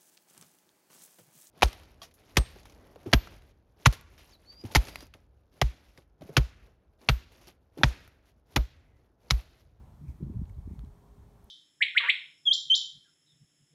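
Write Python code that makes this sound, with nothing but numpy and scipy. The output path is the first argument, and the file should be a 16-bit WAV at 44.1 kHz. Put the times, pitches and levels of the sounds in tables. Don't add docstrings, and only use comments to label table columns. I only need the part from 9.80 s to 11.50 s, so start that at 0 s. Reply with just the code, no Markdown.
import sys
import numpy as np
from scipy import signal
from scipy.io import wavfile

SR = 44100
rng = np.random.default_rng(int(sys.argv[2]) if len(sys.argv) > 2 else 0)


def generate_wav(signal):
    frames = np.transpose(np.atleast_2d(signal))
    scaled = np.clip(frames, -1, 1) * 32767
    pcm = np.round(scaled).astype(np.int16)
    wavfile.write(sys.argv[1], SR, pcm)


def boost_factor(decibels):
    exponent = np.asarray(decibels, float) / 20
    return 10 ** exponent


N = 74970


def filtered(x, kind, hz, order=2):
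    return signal.sosfilt(signal.butter(order, np.clip(hz, 10, 0.45 * SR), kind, fs=SR, output="sos"), x)


def rms_one(x):
    return x / np.sqrt(np.mean(x ** 2) + 1e-20)


def in_time(rows):
    return boost_factor(np.interp(np.arange(N) / SR, *np.transpose(rows)))


def drift(rate):
    hop = 40
    r = np.exp(-2 * np.pi * rate * hop / SR)
    settle = 2000
    white = rng.standard_normal(N // hop + settle + 2)
    slow = signal.lfilter([1], [1, -2 * r, r * r], white)[settle:]
    return np.interp(np.arange(N) / hop, np.arange(len(slow)), rms_one(slow))


def coloured(spectrum, patchy_db):
    hz, db = np.transpose(spectrum)
    edges = 22 * 2 ** np.arange(0, 9.7, 1 / 3)
    white = rng.standard_normal((2, N + SR // 4))
    left = db[0] - 19
    right = db[-1] - 20 * (hz[-1] < SR / 4)
    out = 0
    for k, (low, high) in enumerate(zip(edges, edges[1:])):
        level_db = np.interp(np.log(low * high) / 2, np.log(hz), db, left=left, right=right)
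        band = filtered(white[k % 2], "band", [low, high])[-N:]
        out = out + boost_factor(level_db + patchy_db * drift(3.4)) * band
    return rms_one(out)


def ring(clicks, hz, t60):
    r = boost_factor(-60 / (t60 * SR))
    w = 2 * np.pi * hz / SR
    return signal.lfilter([0, np.sin(w)], [1, -2 * r * np.cos(w), r * r], clicks + 1e-18)


def eddies(rows):
    t = np.arange(N) / SR
    phases = rng.uniform(0, 2 * np.pi, len(rows))
    out = 0
    for (s, db, hz, cycles), phase in zip(rows, phases):
        swell = np.exp(-2 * ((t - s) * hz / cycles) ** 2)
        out = out + boost_factor(db) * swell * np.cos(2 * np.pi * hz * (t - s) + phase)
    return out


def buffeting():
    # middle in seconds, peak in dB, frequency in Hz, width in cycles. Eddies of many
    eddy_rows = [(0.247, -38.5, 142, 1.9), (0.288, -37.5, 127, 3), (0.298, -31.5, 67.5, 1.67),
                 (0.415, -41, 172, 2.4), (0.427, -31.5, 241, 0.6), (0.433, -24.5, 150.3, 0.85),
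                 (0.438, -41.5, 270, 2.9), (0.446, -31.5, 133, 1.1), (0.467, -32.5, 59, 1.8),
                 (0.47, -37.5, 132, 2.8), (0.474, -40.5, 218, 2.7), (0.502, -39.5, 307, 1.9),
                 (0.502, -35, 205, 2.4), (0.512, -32.5, 83, 1.6), (0.551, -40, 172, 1.3),
                 (0.567, -28.5, 111, 2.3), (0.568, -34.5, 184, 1.9), (0.595, -27, 105, 0.76),
                 (0.607, -31, 70.4, 1.1), (0.619, -27, 165, 0.92), (0.634, -27.5, 63, 0.98),
                 (0.707, -37, 96, 1.6), (0.786, -32, 72.3, 1.74), (0.864, -32.5, 73.5, 0.82),
                 (0.877, -30.5, 188, 0.55), (0.912, -37, 182, 1.65), (0.923, -32, 76.6, 1.15),
                 (0.937, -35, 187, 0.79), (1.016, -34.5, 54.3, 2.64), (1.04, -37.5, 202, 0.97),
                 (0.009, -44.5, 55.6, 2.3), (0.218, -43, 140, 3.8), (0.234, -47.5, 75, 4),
                 (0.326, -46.5, 95, 0.74), (0.404, -38.5, 97, 0.67), (0.41, -39, 301, 1.23),
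                 (0.432, -33.5, 78.4, 1.4), (0.468, -47.5, 333, 2.5), (0.49, -42, 192, 1.3),
                 (0.567, -32, 61.3, 0.69), (0.58, -56, 162, 1.5), (0.595, -44.5, 203, 2.3),
                 (0.619, -49, 333, 2.9), (0.675, -47.5, 72, 1.9), (0.752, -44, 44.4, 5.5),
                 (0.782, -39.5, 125, 2.1), (0.84, -43.5, 52.6, 2.9), (0.888, -34, 65.4, 0.77),
                 (0.962, -44, 194, 1.1), (0.993, -39.5, 119, 1.4), (1.063, -42, 76, 4),
                 (1.079, -44.5, 130.5, 2.8), (1.12, -44, 40.4, 1.34), (1.322, -48, 56, 2.9),
                 (1.453, -56.5, 49.2, 11), (1.645, -41, 54, 0.55),
                 (0.249, -53, 292, 2.2), (.297, -49, 266, 1.8), (.623, -61, 410, 2.1),
                    (0.783, -48, 262, 0.86), (.545, -51.5, 402, 4.8), (0.912, -44.5, 334, 1.5),
                    (0.936, -49.5, 350, 1.7)]
    faint_rows = [(.08, -54, 63.5, 1.5), (.135, -56, 51.5, 1.9), (.215, -53, 210, 1.7),
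                  (.36, -45, 61.5, 1.5), (.409, -60, 430, 1.8), (.427, -66, 470, 1.3),
                  (.467, -64, 450, 1.5), (.505, -59, 550, 3), (.616, -65, 430, 4), (.96, -45, 95, 1.2),
                  (1.38, -55.5, 115, 1.3), (1.525, -52, 55, 1.8)]
    push_rows = [(0.3, -47.5, 96, 1.3), (.232, -51.5, 264, 2), (0.23, -54, 160, 1.1), (.335, -46, 95, 2),
                 (0.36, -57, 265, 2.2), (0.46, -39, 41, 1.2), (0.99, -44, 105, 0.78)]
    return eddies(eddy_rows) + eddies(faint_rows) + eddies(push_rows)


def turbulence():
    # time in seconds, level in dB, upper edge in Hz.
    gust_rows = [(0, -51.5, 106), (.1, -53.5, 130), (.18, -62, 135), (0.219, -48, 200), (0.311, -51, 220),
                 (0.379, -55, 108), (0.409, -50.5, 288), (.62, -47.5, 258), (.67, -47, 125),
                 (.8, -52.5, 156), (.88, -62, 273), (0.968, -54, 260), (1.049, -59, 198), (1.12, -59, 110),
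                 (1.2, -57, 150), (1.28, -71, 99), (1.4, -51, 97), (1.6, -67.5, 103)]
    s, db, hz = np.transpose(gust_rows)
    t = np.arange(N) / SR
    tops = np.geomspace(60, 340, 7)
    place = np.interp(np.log(np.interp(t, s, hz)), np.log(tops), np.arange(7))
    white = filtered(rng.standard_normal(N + SR // 4), "high", 42.3)
    out = 0
    for k, top in enumerate(tops):
        steep = filtered(white, "low", top, order=3)
        noise = rms_one(filtered(steep, "low", 0.49 * top, order=1)[-N:])
        out = out + noise * np.clip(1 - abs(place - k), 0, 1)
    lumps_db, lumps_per_s = 2, 12
    return out * boost_factor(np.interp(t, s, db) + lumps_db * drift(lumps_per_s))


def ticks():
    # start in seconds, peak in dB, ring in Hz, spread of the slips in seconds, bare edge in dB.
    tick_rows = [(.281, -59, 2300, 0.00094, -12), (.2827, -56, 2400, 0.00038, -6),
                 (0.2816, -58, 5660, .0004, -1), (.2828, -62, 14500, 0.00037, 0),
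                 (.2892, -63, 5470, 0.00098, -1), (0.296, -59, 2500, .0015, -4),
                 (.297, -63, 11400, 0.0011, -4), (.2976, -60, 5100, 0.0012, -6),
                 (.3002, -63, 14100, 0.001, -10), (.3015, -66, 7100, .0008, -8),
                 (.31, -66, 6000, 0.0012, -3), (0.303, -69, 2300, 0.0015, -6),
                 (.433, -65, 2000, .0002, -15), (0.4334, -61.5, 3000, .0002, -12),
                 (0.433, -61, 4100, 0.000081, -13), (0.538, -63, 2210, 0.00075, -12),
                 (0.6542, -59.5, 3200, .0003, -16), (.6544, -60.5, 4250, .0002, -18),
                 (.6565, -60, 2700, 0.0007, -15), (.6816, -61, 6700, .0003, -20),
                 (.6858, -67, 6700, .00015, -20), (.6932, -68, 13600, 0.0011, -7),
                 (.6963, -59, 8000, 0.00045, -6), (0.697, -54, 2080, 0.0008, -8),
                 (.6962, -58, 2900, 0.0004, -10), (0.746, -63, 3920, 0.001, -18),
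                 (1.0482, -60, 3250, .0016, -15), (1.0469, -59, 4030, .0006, -12),
                 (1.047, -59, 7200, .0008, -8), (1.048, -64, 5500, 0.00079, -10),
                 (1.643, -51, 10900, .001, -24), (1.643, -54, 12100, .0015, -24)]
    slip_loss_db, tone_db = 6, -4
    ring_cycles, ring_s = 9, 0.0014
    slip = np.arange(4)
    luck = rng.random((60, 2, 4))
    out = np.zeros(N)
    for (s, db, hz, spread, edge_db), (when, size) in zip(tick_rows, luck):
        late = np.round(hz * spread * (when + slip) / 2) / hz
        clicks = np.zeros(N)
        np.add.at(clicks, np.round((s + late) * SR).astype(int), boost_factor(db - 1.6 * size - slip_loss_db * slip))
        out += boost_factor(edge_db) * filtered(clicks, "high", hz)
        out += boost_factor(tone_db) * ring(clicks, hz, ring_cycles / hz + ring_s)
    return out


def snap():
    # mode in Hz, level in dB, decay time t60 in seconds.
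    case_modes = [(920, -18, .006), (1310, -1, 0.011), (1650, -3.5, 0.0057), (2020, -13, 0.0027),
                  (2700, -12, 0.0037), (3580, 0, 0.0047), (4350, 6, 0.0046), (7600, -16, .003),
                  (6400, -9, 0.0036), (9500, -3, 0.0052), (10900, -9, 0.003), (11600, -13, 0.004),
                  (14400, -14, 0.0044)]
    start_s, peak_db, edge_db = 0.9928, -57, -3
    echo_s, echo_db = 0.00021, -1.5
    clicks = np.zeros(N)
    clicks[int(start_s * SR)] = boost_factor(peak_db)
    clicks[int((start_s + echo_s) * SR)] = -boost_factor(peak_db + echo_db)
    return boost_factor(edge_db) * clicks + sum(boost_factor(db) * ring(clicks, hz, t60) for hz, db, t60 in case_modes)


def rustle():
    # middle in seconds, half length in seconds, rms level in dB.
    rustle_rows = [
        (0.299, 0.012, -80),
        (.305, 0.058, -77),
        (0.697, 0.0048, -70.5),
        (0.948, 0.067, -77.5),
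        (1.062, 0.0022, -77),
    ]
    grains_per_s = 2700
    struck = rng.random(N) < grains_per_s / SR
    grains = struck * boost_factor(1.9 * rng.exponential(1, N)) * rng.choice([-1, 1], N)
    grains = grains + boost_factor(-12) * ring(grains, 2300, 0.004)
    grains = filtered(filtered(grains, "high", 1730), "low", 12000, order=1)
    t = np.arange(N) / SR
    swells = sum(boost_factor(db) * np.exp(-0.5 * ((t - s) / half) ** 2) for s, half, db in rustle_rows)
    return rms_one(grains) * swells


def hum():
    # time in seconds, rms level in dB.
    hum_rows = [(0, -80), (.3, -82), (.7, -75), (1, -72), (1.35, -69.5), (1.7, -71)]
    level = np.sqrt(2) * in_time(hum_rows) * boost_factor(0.7 * drift(3))
    return level * np.sin(2 * np.pi * 409.1 * np.arange(N) / SR + 0.25 * drift(2.5))


def hollow():
    hz, width_hz, level_db = 935, 85, -79.5
    peak = signal.iirpeak(hz, hz / width_hz, fs=SR)
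    noise = signal.lfilter(*peak, rng.standard_normal(N + SR))[-N:]
    return boost_factor(level_db + 1.5 * drift(7.5)) * rms_one(noise)


def wash():
    # frequency in Hz, level in dB per Hz.
    wash_spectrum = [(30, -10), (55, -3), (165, -2.5), (300, -12), (480, -17), (900, -17), (1400, -27),
                     (2600, -36.5)]
    # time in seconds, gain in dB.
    wash_swell = [(0, 3), (.06, 2.5), (.25, -1.5), (.5, 1.1), (.95, 0.2), (1.2, -0.2), (1.7, 0.5)]
    return boost_factor(-60.5) * in_time(wash_swell) * coloured(wash_spectrum, patchy_db=0.7)


def hiss():
    # frequency in Hz, level in dB per Hz.
    hiss_spectrum = [(880, -44), (1500, -14), (2830, -12.5), (3250, -7), (4850, -11), (6080, -11),
                     (10500, -12.5), (11900, -12), (15500, -17)]
    return boost_factor(-78) * coloured(hiss_spectrum, patchy_db=0.15)


def notches(x):
    # frequency in Hz, width in Hz, depth from 0 to 1.
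    notch_rows = [(2825, 150, 0.44), (4890, 210, 0.3), (7600, 430, 0.43), (10370, 270, 1)]
    for hz, width_hz, depth in notch_rows:
        x = x - depth * signal.lfilter(*signal.iirpeak(hz, hz / width_hz, fs=SR), x)
    return x


def scene():
    wind = buffeting() + turbulence()
    hand = ticks() + snap() + rustle()
    far = hum() + hollow() + wash()
    return (wind + hand + far)[None]


def top_cut(x):
    return signal.sosfilt(signal.butter(12, 15690, fs=SR, output="sos"), x)


def record(dry):
    x = notches(dry + hiss())
    x = signal.sosfiltfilt(signal.butter(1, 22.9, "high", fs=SR, output="sos"), x)
    x = signal.sosfilt(signal.ellip(10, 0.5, 50, 15800, fs=SR, output="sos"), x)
    return top_cut(x)


dry = scene()
out = record(dry)
generate_wav(out)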